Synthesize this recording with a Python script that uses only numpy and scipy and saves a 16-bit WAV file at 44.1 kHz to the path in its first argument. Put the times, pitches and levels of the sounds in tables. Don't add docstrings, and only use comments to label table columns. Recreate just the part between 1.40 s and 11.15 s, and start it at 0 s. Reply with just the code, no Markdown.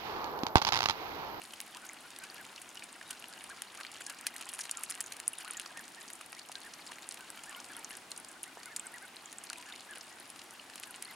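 import sys
import numpy as np
from scipy import signal
from scipy.fft import rfft, irfft, next_fast_len
from scipy.io import wavfile
from scipy.ndimage import uniform_filter1d

SR = 44100
rng = np.random.default_rng(int(sys.argv[2]) if len(sys.argv) > 2 else 0)


def wav_out(sig):
    wavfile.write(sys.argv[1], SR, np.round(np.clip(np.atleast_2d(sig).T, -1, 1) * 32767).astype(np.int16))


N = 429975


def amp(db):
    return 10 ** (np.asarray(db) / 20)


def evened(x):
    return x / np.sqrt(np.mean(x ** 2) + 1e-20)


def read(points, hz):
    f, value = np.transpose(points)
    return np.interp(np.log(hz + 1), np.log(f + 1), value)


def coloured(x, points):
    size = next_fast_len(len(x))
    gain = amp(read(points, np.fft.rfftfreq(size, 1 / SR)))
    return irfft(rfft(x, size) * gain, size)[:len(x)]


def add(mix, s, sound):
    part = mix[max(round(s * SR), 0):][:len(sound)]
    part += sound[:len(part)]


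def between(low, high, share):
    return low * (high / low) ** share


def air(level_db=-55, swell_db=-0.82):
    # frequency in Hz, relative level in dB.
    wash_colour = [(25, -33), (60, -13), (145, -6.5), (250, 1.5), (330, 0.5), (440, -3), (540, -3.5),
                   (760, 2.5), (1100, -1), (1600, -2), (2900, -5), (3600, -7.5), (6200, -11.5), (9700, -11),
                   (12300, -20), (16000, -24)]
    knots = np.linspace(0, N, 30)
    swell = np.interp(np.arange(N), knots, rng.standard_normal(len(knots)))
    wash = evened(coloured(rng.standard_normal(N), wash_colour))
    return amp(level_db + swell_db * swell) * wash


def drone(hz=346, width_hz=14, drone_db=-77):
    f = np.fft.rfftfreq(N, 1 / SR)
    band = 1 / (1 + ((f - hz) / width_hz) ** 2)
    return amp(drone_db) * evened(irfft(rfft(rng.standard_normal(N)) * band, N))


def cavity(hz, q, size=1024):
    # frequency in Hz, gain in dB.
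    bill_colour = [(300, -0.5), (700, 4), (1500, 4), (2900, 4.5), (3450, -2.5), (4400, -1), (6200, -3.5),
                   (6800, 1.5), (7800, 0.5), (9900, 6.5), (12000, -4.5), (15500, -15.5)]
    f = np.fft.rfftfreq(size, 1 / SR) + 1
    resonance = 1 / (1 + (q * (f / hz - hz / f)) ** 2)
    log_gain = np.log(amp(read(bill_colour, f)) * resonance + 1e-4)
    cepstrum = irfft(log_gain)
    cepstrum[1:size // 2] *= 2
    cepstrum[size // 2 + 1:] = 0
    return np.exp(rfft(cepstrum))


def droplet(t, hz, ring_db=-5, cycles=7.3, lift=0.039):
    age = t * hz / cycles
    rising_hz = hz * (1 + lift * np.tanh(age))
    tone = np.sin(2 * np.pi * np.cumsum(rising_hz) / SR)
    return amp(ring_db) * evened(tone * np.sqrt(age) * np.exp(-age))


def smack(hz, q, length, snap=2.54, onset=0.27, droplet_q=1.8, size=1024):
    t = np.arange(size) / SR
    decay = max(length, 1e-4)
    grit = evened(rng.standard_normal(size) * rng.exponential(1, size) ** 2)
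    crackle = grit * np.exp(-t / decay) * (1 - np.exp(-t / (onset * decay)))
    crackle[0] += snap
    sound = evened(irfft(rfft(crackle) * cavity(hz, q)))
    if q > droplet_q:
        sound = sound + droplet(t, hz)
    return evened(sound) * np.sqrt(SR / 1000 / size)


def effort_db(s, usual_db=-55.5):
    # time in seconds, level of the dabbling in dB.
    feeding = [(0.0, -56.5), (0.71, -54), (0.84, -54), (1.6, -55.5), (2.33, -53), (2.55, -53), (3.47, -51),
               (3.83, -55.5), (4.02, -52), (4.91, -58.5), (5.32, -54.5), (6.38, -54), (6.76, -58.5),
               (7.96, -57.5), (8.12, -53), (8.28, -54), (9.01, -57.5), (9.75, -53)]
    return np.interp(s, *np.transpose(feeding)) - usual_db


def patter(level_db, follow, low_hz, high_hz, per_s, spread_db, q, length, count=28):
    out = np.zeros(N)
    seconds = N / SR
    for hz in np.geomspace(low_hz, high_hz, count):
        grain = smack(hz, q * rng.uniform(0.49, 2.1), length * rng.uniform(0.29, 2.3))
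        when, chance, luck = rng.random((3, 400))
        heard = chance < per_s * seconds / count / len(chance)
        size_db = spread_db * np.minimum(-np.log(luck), 3)
        for s, db in zip(when[heard] * seconds, size_db[heard]):
            add(out, s, amp(level_db + db + follow * effort_db(s)) * grain)
    return out


def dabbling():
    slurps = patter(level_db=-58.0, follow=1.4, low_hz=1030, high_hz=4620,
                    per_s=240, spread_db=3.0, q=1.26, length=0.0012)
    ticks = patter(level_db=-60.0, follow=0.67, low_hz=3770, high_hz=13100,
                   per_s=130, spread_db=4.5, q=1.3, length=0.0018)
    return slurps + ticks


def plop(hz, swell_s=0.00081):
    t = np.arange(SR // 50) / SR
    swell = t / swell_s * np.exp(1 - t / swell_s)
    ring = swell * np.sin(2 * np.pi * hz * t)
    return np.gradient(ring) * SR / (2 * np.pi * hz)


def plops(plop_db=3.5):
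    # start in seconds, level in dB before the shared boost plop_db, pitch in Hz.
    bubbles = [(0.017, -43, 2820), (0.1354, -41, 3030), (0.4956, -39.5, 2110), (0.842, -45, 2550),
               (1.044, -47, 2100), (1.1805, -42.5, 2740), (1.6133, -39, 1730), (1.706, -42.5, 3080),
               (1.841, -43, 2830), (1.978, -44, 2830), (2.609, -42, 1600), (2.959, -42, 1760),
               (3.197, -39, 1700), (3.9357, -39.5, 2760), (4.02, -45, 3000), (4.146, -42.5, 3000),
               (4.261, -44, 1150), (4.318, -47, 730), (5.096, -40, 775), (5.992, -46, 3050),
               (6.148, -40, 3000), (6.35, -44, 3300), (6.716, -37.5, 4300), (7.037, -42, 2800),
               (7.172, -40.5, 720), (7.172, -46, 480), (8.1045, -38, 1450), (8.158, -42.5, 2450),
               (8.339, -43, 2130), (8.571, -49, 520), (9.197, -41.5, 2840), (9.6536, -41, 4370)]
    out = np.zeros(N)
    for s, db, hz in bubbles:
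        add(out, s, amp(db + plop_db) * plop(hz))
    return out


def froth(length, froth_db=-12, full_s=0.007, linger=2.8, low_hz=1500, high_hz=10000,
          burst_s=0.0004, count=8):
    out = np.zeros(SR // 10)
    for chance, delay, small in rng.random((count, 3)):
        if chance < length / full_s:
            bubble = plop(between(low_hz, high_hz, small), burst_s)
            add(out, linger * length * delay, amp(froth_db) * bubble)
    return out


def bills(click_db=-0.47):
    # start in seconds, energy level in dB before the shared trim click_db,
    # cavity pitch in Hz, cavity sharpness Q (no unit), fading time in seconds (at least 0.0001 is used).
    clicks = [(0.0181, -39.5, 5700, 0.25, 0.0011), (0.0368, -40, 5500, 0.22, 0.0028),
              (0.1354, -37, 2060, 0.21, 0.0021), (0.203, -30, 8000, 0.15, 0.00094),
              (0.214, -36, 11500, 0.65, 0.0003), (0.348, -39, 4600, 1.2, 0.0005),
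              (0.371, -37.5, 4800, 0.3, 0.0005), (0.491, -37, 6500, 3, 0.0012),
              (0.763, -38.5, 4000, 0.75, 0.00083), (0.788, -36.5, 11000, 1.3, 0.0007),
              (0.839, -37, 4070, 0.23, 0.0022), (0.9, -39.5, 4570, 3, 0.0006),
              (1.066, -45, 6800, 4.4, 0.0006), (1.161, -38.5, 4800, 1.7, 0.0015),
              (1.217, -40.5, 11500, 0.24, 0.00097), (1.291, -41, 6900, 2.7, 0.00072),
              (1.371, -37, 2840, 4.5, 0.0025), (1.423, -36, 2450, 1.8, 0.00078),
              (1.441, -38, 8450, 2.4, 0.0005), (1.528, -42, 8180, 3, 0.0005),
              (1.612, -43, 1900, 0.5, 0.0015), (1.693, -45, 6600, 1, 0.00024),
              (1.708, -28, 6690, 0.4, 0.0027), (1.842, -39, 2100, 0.52, 0.0012),
              (1.937, -40, 4200, 1, 0.00056), (2.04, -36.5, 10300, 4.3, 0.00054),
              (2.2203, -28, 5800, 0.33, 0.00098), (2.403, -40, 2100, 0.26, 0.0018),
              (2.4097, -33, 1750, 0.35, 0.0021), (2.4499, -34, 2580, 1.3, 0.00058),
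              (2.4667, -38, 4400, 1.7, 0.00094), (2.544, -41.5, 4000, 1.4, 0.0014),
              (2.606, -34.5, 3100, 0.18, 0.0058), (2.62, -39, 7200, 2.2, 0.0006),
              (2.665, -30, 6200, 1.7, 0.0023), (2.698, -31, 4660, 0.29, 0.0035),
              (2.8112, -39, 11500, 0.72, 0.001), (2.8674, -20.5, 7660, 0.16, 0.0024),
              (2.964, -33, 6110, 0.29, 0.0014), (2.982, -39, 6000, 1, 0.0011),
              (3.011, -32.5, 4260, 0.18, 0.0037), (3.0254, -37.5, 4200, 1.1, 0.0004),
              (3.09, -32.5, 8390, 0.58, 0.0035), (3.119, -41, 10400, 3, 0.0007),
              (3.13, -39, 2500, 0.3, 0.0014), (3.137, -31, 8700, 1.9, 0.0005),
              (3.14, -37, 3000, 0.3, 0.0012), (3.147, -35, 9200, 1.2, 0.0045),
              (3.185, -41, 5500, 0.5, 0.001), (3.1898, -29, 3300, 0.15, 0.0032),
              (3.199, -37, 6700, 4, 0.001), (3.2073, -31, 9300, 3.5, 0.0005), (3.21, -30, 5800, 4.4, 0.002),
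              (3.214, -37, 9500, 1, 0.003), (3.239, -39, 5700, 1.2, 0.0014), (3.253, -34, 2830, 0.2, 0.005),
              (3.295, -32, 2400, 0.43, 0.00072), (3.312, -22.5, 7540, 1.3, 0.0014),
              (3.372, -29.5, 7100, 1.9, 0.0013), (3.4355, -25.5, 9500, 0.98, 0.0014),
              (3.4947, -40.5, 4800, 2.5, 0.0008), (3.499, -31.5, 9100, 0.9, 0.0007),
              (3.504, -27.5, 7950, 0.91, 0.0039), (3.5094, -29.5, 8000, 0.9, 0.0012),
              (3.5225, -35, 4800, 1.7, 0.0012), (3.5523, -35.5, 7200, 0.78, 0.00096),
              (3.6057, -23.5, 7500, 1, 0.0022), (3.61, -32, 6000, 0.2, 0.0009),
              (3.64, -39, 6900, 8, 0.0012), (3.662, -36, 6900, 2.8, 0.0007),
              (3.722, -30, 4400, 0.47, 0.0014), (3.7665, -37, 6000, 0.34, 0.0023),
              (3.8005, -31.5, 10500, 0.27, 0.0014), (3.8798, -16.5, 9300, 2.5, 0.00017),
              (3.933, -34, 9800, 2.3, 0.00099), (3.986, -33, 9250, 4.2, 0.00054),
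              (4.002, -35, 4660, 0.21, 0.0082), (4.0479, -36.5, 4980, 0.3, 0.0012),
              (4.078, -36, 2300, 0.41, 0.001), (4.083, -41, 10080, 3, 0.0005),
              (4.104, -40, 2500, 1.2, 0.001), (4.109, -28, 9000, 3.7, 0.0012),
              (4.134, -37, 6600, 0.18, 0.0022), (4.1704, -30.5, 6830, 4, 0.0027),
              (4.198, -28.5, 5580, 0.28, 0.001), (4.259, -39, 1800, 0.18, 0.002),
              (4.261, -37, 5170, 4.5, 0.001), (4.373, -34, 1800, 0.16, 0.0017),
              (4.702, -36.5, 4450, 0.2, 0.0015), (4.734, -35, 8950, 1.6, 0.00051),
              (4.81, -35.5, 3720, 0.15, 0.0045), (4.928, -36, 1500, 0.25, 0.0028),
              (4.992, -36, 4660, 1.3, 0.0019), (5.0165, -44, 4300, 4, 0.0009),
              (5.117, -35.5, 4260, 0.33, 0.0026), (5.1547, -31, 4160, 1.8, 0.00088),
              (5.337, -36.5, 5240, 1.5, 0.0019), (5.4655, -42, 4940, 0.75, 0.00058),
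              (5.472, -40.5, 4800, 4.5, 0.0008), (5.519, -34.5, 1890, 0.35, 0.00084),
              (5.585, -38, 2100, 0.79, 0.0008), (5.6224, -42.5, 6980, 4, 0.0007),
              (5.69, -30, 8950, 1.7, 0.00023), (5.71, -34.5, 5300, 1.3, 0.0025),
              (5.723, -36, 6300, 0.6, 0.00058), (5.743, -36.5, 9600, 0.18, 0.0012),
              (5.8079, -39.5, 2600, 0.19, 0.0018), (5.903, -34.5, 8390, 0.53, 0.00053),
              (5.9914, -43, 3300, 0.49, 0.0013), (6.035, -38.5, 5580, 0.61, 0.0051),
              (6.095, -38, 7940, 2.1, 0.0016), (6.128, -39, 1500, 0.38, 0.0012),
              (6.202, -37.5, 5840, 1.8, 0.0017), (6.367, -34.5, 9700, 0.86, 0.00033),
              (6.446, -32, 6460, 2.9, 0.0013), (6.5073, -36, 3100, 0.37, 0.0016),
              (6.514, -38, 10200, 2.4, 0.0005), (6.5527, -40, 5550, 1.8, 0.0012),
              (6.57, -36.5, 10050, 1.2, 0.0025), (6.717, -32, 6450, 0.98, 0.0014),
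              (6.776, -33, 8950, 1.7, 0.0027), (7.032, -29, 9700, 2.1, 0.0011),
              (7.0375, -35.5, 5840, 0.38, 0.0025), (7.232, -39.5, 4600, 1, 0.0017),
              (7.258, -36.5, 11500, 0.3, 0.0013), (7.3633, -27.5, 6160, 0.86, 0.0005),
              (7.366, -27, 7500, 2, 0.0022), (7.396, -30, 7800, 6, 0.0017),
              (7.4685, -33.5, 8150, 4.2, 0.0019), (7.767, -38.5, 4000, 2.3, 0.0006),
              (7.858, -37.5, 6900, 5.4, 0.0012), (7.928, -36.5, 6110, 0.47, 0.0014),
              (7.9844, -34, 7900, 3.4, 0.001), (8.038, -36, 9050, 1.6, 0.0027),
              (8.07, -41, 4500, 1.8, 0.001), (8.1, -30, 5500, 1.3, 0.00067),
              (8.1305, -32, 4300, 0.69, 0.0018), (8.226, -40.5, 3600, 1, 0.0007),
              (8.183, -39.5, 10500, 0.3, 0.001), (8.323, -36, 3600, 2.3, 0.0028),
              (8.396, -43, 4200, 2.2, 0.0011), (8.51, -40, 9300, 2.5, 0.0006),
              (8.553, -36.5, 2590, 0.17, 0.0058), (8.61, -37, 5200, 2.1, 0.0018),
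              (8.902, -38.5, 10000, 3, 0.0013), (8.992, -39, 4400, 1.2, 0.0023),
              (9.357, -35.5, 6690, 0.21, 0.0025), (9.3993, -37, 11500, 0.92, 0.0003),
              (9.435, -32.5, 3400, 0.62, 0.0015), (9.543, -38.5, 3300, 1.7, 0.0012),
              (9.5605, -39.5, 7900, 1.4, 0.0007), (9.6237, -29.5, 7940, 0.35, 0.0019),
              (9.6496, -39, 8780, 4, 0.0006)]
    out = np.zeros(N)
    for s, db, hz, q, length in clicks:
        add(out, s, amp(db + click_db) * smack(hz, q, length))
        add(out, s, amp(db) * froth(length))
    return out


def moments(per_s, follow, count=1500):
    rows = rng.random((count, 5))
    s = rows[:, 0] * N / SR
    rate = per_s * amp(follow * effort_db(s))
    happens = rows[:, 1] < rate * N / SR / count
    return np.column_stack([s, rows[:, 2:]])[happens]


def nibbles(per_s=11, follow=0.8, nibble_db=-46, range_db=4, low_hz=3000, high_hz=11500,
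            dull_q=0.46, sharp_q=3.2, long_s=0.0033, short_s=0.00056):
    out = np.zeros(N)
    for s, strength, small, shape in moments(per_s, follow):
        tight = (small + shape) / 2
        hz = between(low_hz, high_hz, small)
        click = smack(hz, between(dull_q, sharp_q, tight), between(long_s, short_s, tight))
        add(out, s, amp(nibble_db + range_db * (strength + 0.5)) * click)
    return out


def gurgles(per_s=6, follow=1.6, gurgle_db=-49, range_db=5, low_hz=1200, high_hz=4600,
            gap_s=0.009, count=3):
    out = np.zeros(N)
    for s, strength, *_ in moments(per_s, follow):
        for k, (delay, small) in enumerate(rng.random((count, 2))):
            drip = plop(between(low_hz, high_hz, small), swell_s=0.0006)
            add(out, s + gap_s * (k + delay), amp(gurgle_db + range_db * strength) * drip)
    return out


def peep(length, pitches, waver=0.016, second_db=-19, fullness=0.27, flutter_db=2.0,
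         rough=0.29, echo_db=-12):
    u = np.linspace(-1, 1, int(length * SR))
    jitter = evened(uniform_filter1d(rng.standard_normal(SR // 4), size=130))[:len(u)]
    rasp = evened(uniform_filter1d(rng.standard_normal(SR // 4), size=40))[:len(u)]
    hz = np.polyval(np.polyfit([-1, 0, 1], pitches, 2), u)
    phase = 2 * np.pi * np.cumsum(hz * (1 + waver * jitter)) / SR
    tone = np.sin(phase) + amp(second_db) * np.sin(2 * phase)
    fade = signal.windows.cosine(len(u)) ** fullness
    effort = fade * amp(flutter_db * jitter)
    call = effort * tone * (1 + rough * rasp)
    lag = int(rng.uniform(0.001, 0.005035) * SR)
    return np.pad(call, (0, lag)) + amp(echo_db) * np.pad(call, (lag, 0))


def peeps(peep_db=-0.6):
    # start in seconds, length in seconds (before the bounce), level in dB before the shared
    # trim peep_db, then the pitch at the start, in the middle and at the end in Hz (before wavering).
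    calls = [(0.351, 0.04, -52, 950, 1110, 1650), (0.421, 0.046, -53.0, 1330, 1510, 1210),
             (0.434, 0.035, -58, 2260, 2320, 2080), (0.63, 0.043, -52, 1250, 1456, 1400),
             (0.807, 0.042, -49.5, 1310, 1560, 1340), (0.812, 0.05, -56, 2360, 2360, 2190),
             (0.85, 0.035, -55.5, 1640, 1680, 1470), (0.971, 0.06, -52, 1584, 1670, 1100),
             (0.985, 0.027, -55, 1660, 1870, 2150), (1.653, 0.048, -56, 3590, 3900, 3580),
             (1.698, 0.045, -52, 1416, 1550, 1390), (1.89, 0.037, -58, 1400, 1480, 1400),
             (2.089, 0.047, -46, 897, 1650, 1100), (2.379, 0.046, -48, 1040, 1606, 1140),
             (2.662, 0.069, -52, 1510, 1690, 1410), (2.857, 0.0345, -48, 1550, 1934, 2060),
             (3.361, 0.037, -47.5, 1397, 1365, 1130), (3.576, 0.04, -52.5, 1780, 1920, 1560),
             (4.036, 0.03, -49, 610, 1107, 1310), (4.061, 0.058, -49, 1310, 1480, 950),
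             (4.145, 0.047, -52, 1750, 1850, 1350), (4.354, 0.052, -46.5, 1500, 1880, 1480),
             (4.566, 0.049, -52, 1595, 1850, 1510), (4.961, 0.024, -51, 1770, 2090, 2440),
             (5.145, 0.038, -48.5, 1520, 1620, 1510), (5.242, 0.04, -48, 1620, 1850, 1440),
             (5.492, 0.031, -50.0, 883, 1136, 1530), (5.794, 0.043, -54, 1384, 1560, 1350),
             (5.877, 0.031, -53, 1690, 1675, 1480), (5.968, 0.038, -53, 1280, 1405, 1330),
             (5.972, 0.035, -59, 2210, 2250, 2170), (6.07, 0.05, -49, 1550, 1840, 1470),
             (6.116, 0.055, -49.5, 987, 1150, 860), (6.16, 0.033, -53, 1300, 1420, 1440),
             (6.155, 0.04, -56, 2040, 2140, 2130), (6.298, 0.033, -50, 1740, 1670, 1430),
             (6.352, 0.04, -58, 2060, 2210, 2120), (6.353, 0.039, -53.0, 1250, 1410, 1220),
             (6.369, 0.045, -55, 930, 922, 750), (6.513, 0.042, -49.5, 1634, 1740, 1460),
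             (6.88, 0.045, -60, 1780, 1600, 1570), (6.95, 0.033, -54.5, 1300, 1490, 1520),
             (7.053, 0.038, -53.5, 1500, 2020, 2170), (7.072, 0.035, -53.5, 1300, 1535, 1190),
             (7.17, 0.055, -58, 1364, 1850, 1120), (7.235, 0.088, -56, 1755, 2180, 2050),
             (7.258, 0.034, -50.5, 1455, 1470, 1260), (7.298, 0.053, -53.5, 1600, 1780, 1310),
             (7.428, 0.073, -56.5, 1920, 2160, 2240), (7.43, 0.052, -52.5, 1310, 1540, 1140),
             (7.53, 0.05, -48.5, 1500, 1950, 1270), (7.604, 0.063, -56, 1820, 2110, 2250),
             (7.612, 0.047, -50, 1430, 1580, 1330), (8.171, 0.046, -54, 940, 1003, 820),
             (8.276, 0.044, -50.5, 1680, 1696, 1300), (8.487, 0.053, -48, 1565, 1740, 1380),
             (8.549, 0.041, -55, 1550, 1540, 1240), (8.705, 0.042, -55, 1840, 1940, 1910),
             (9.458, 0.055, -53.5, 1680, 1630, 1300), (9.667, 0.064, -50.5, 1710, 2110, 1380),
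             (9.69, 0.028, -59, 4300, 4120, 3700), (9.696, 0.037, -54, 930, 863, 940)]
    out = np.zeros(N)
    for s, length, db, *pitches in calls:
        add(out, s, amp(db + peep_db) * peep(length, pitches))
    return out


def far_peeps(per_s=4, far_db=-60.0, length=0.033, low_hz=1300, high_hz=2400, droop=0.161):
    out = np.zeros(N)
    for s, pitch, rise, fall in moments(per_s, follow=0):
        arch = 1 - droop * np.array([rise, 0, fall])
        add(out, s, amp(far_db) * peep(length, between(low_hz, high_hz, pitch) * arch))
    return out


def scatter(x, decay):
    t = np.arange(SR // 8) / SR
    tail = rng.standard_normal(len(t)) * np.sqrt(t) * np.exp(-t / decay)
    return signal.oaconvolve(x, tail / np.linalg.norm(tail))[:N]


def scene(scatter_db=-17, spread_db=-5, left_db=0.5):
    # frequency in Hz, gain of the side sound in dB.
    width = [(30, -11), (70, -15), (180, -29.5), (380, -13.5), (700, -10), (2400, -7.5), (4400, -5.5),
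             (8100, -9.5), (15000, -39)]
    ducks = bills() + nibbles() + gurgles() + dabbling() + peeps() + far_peeps() + plops()
    mid = ducks + amp(scatter_db) * scatter(ducks, decay=0.0062) + air() + drone()
    spread = amp(spread_db) * scatter(ducks, decay=0.003)
    side = coloured(air() + spread, width)
    left = (mid + side) * amp(left_db / 2)
    right = (mid - side) * amp(-left_db / 2)
    return np.array([left, right])


def record(dry, edge_hz=16000):
    low_pass = signal.firwin(255, edge_hz, window=("kaiser", 8), fs=SR)
    return signal.oaconvolve(dry, low_pass[None], "same")


dry = scene()
out = record(dry)
wav_out(out)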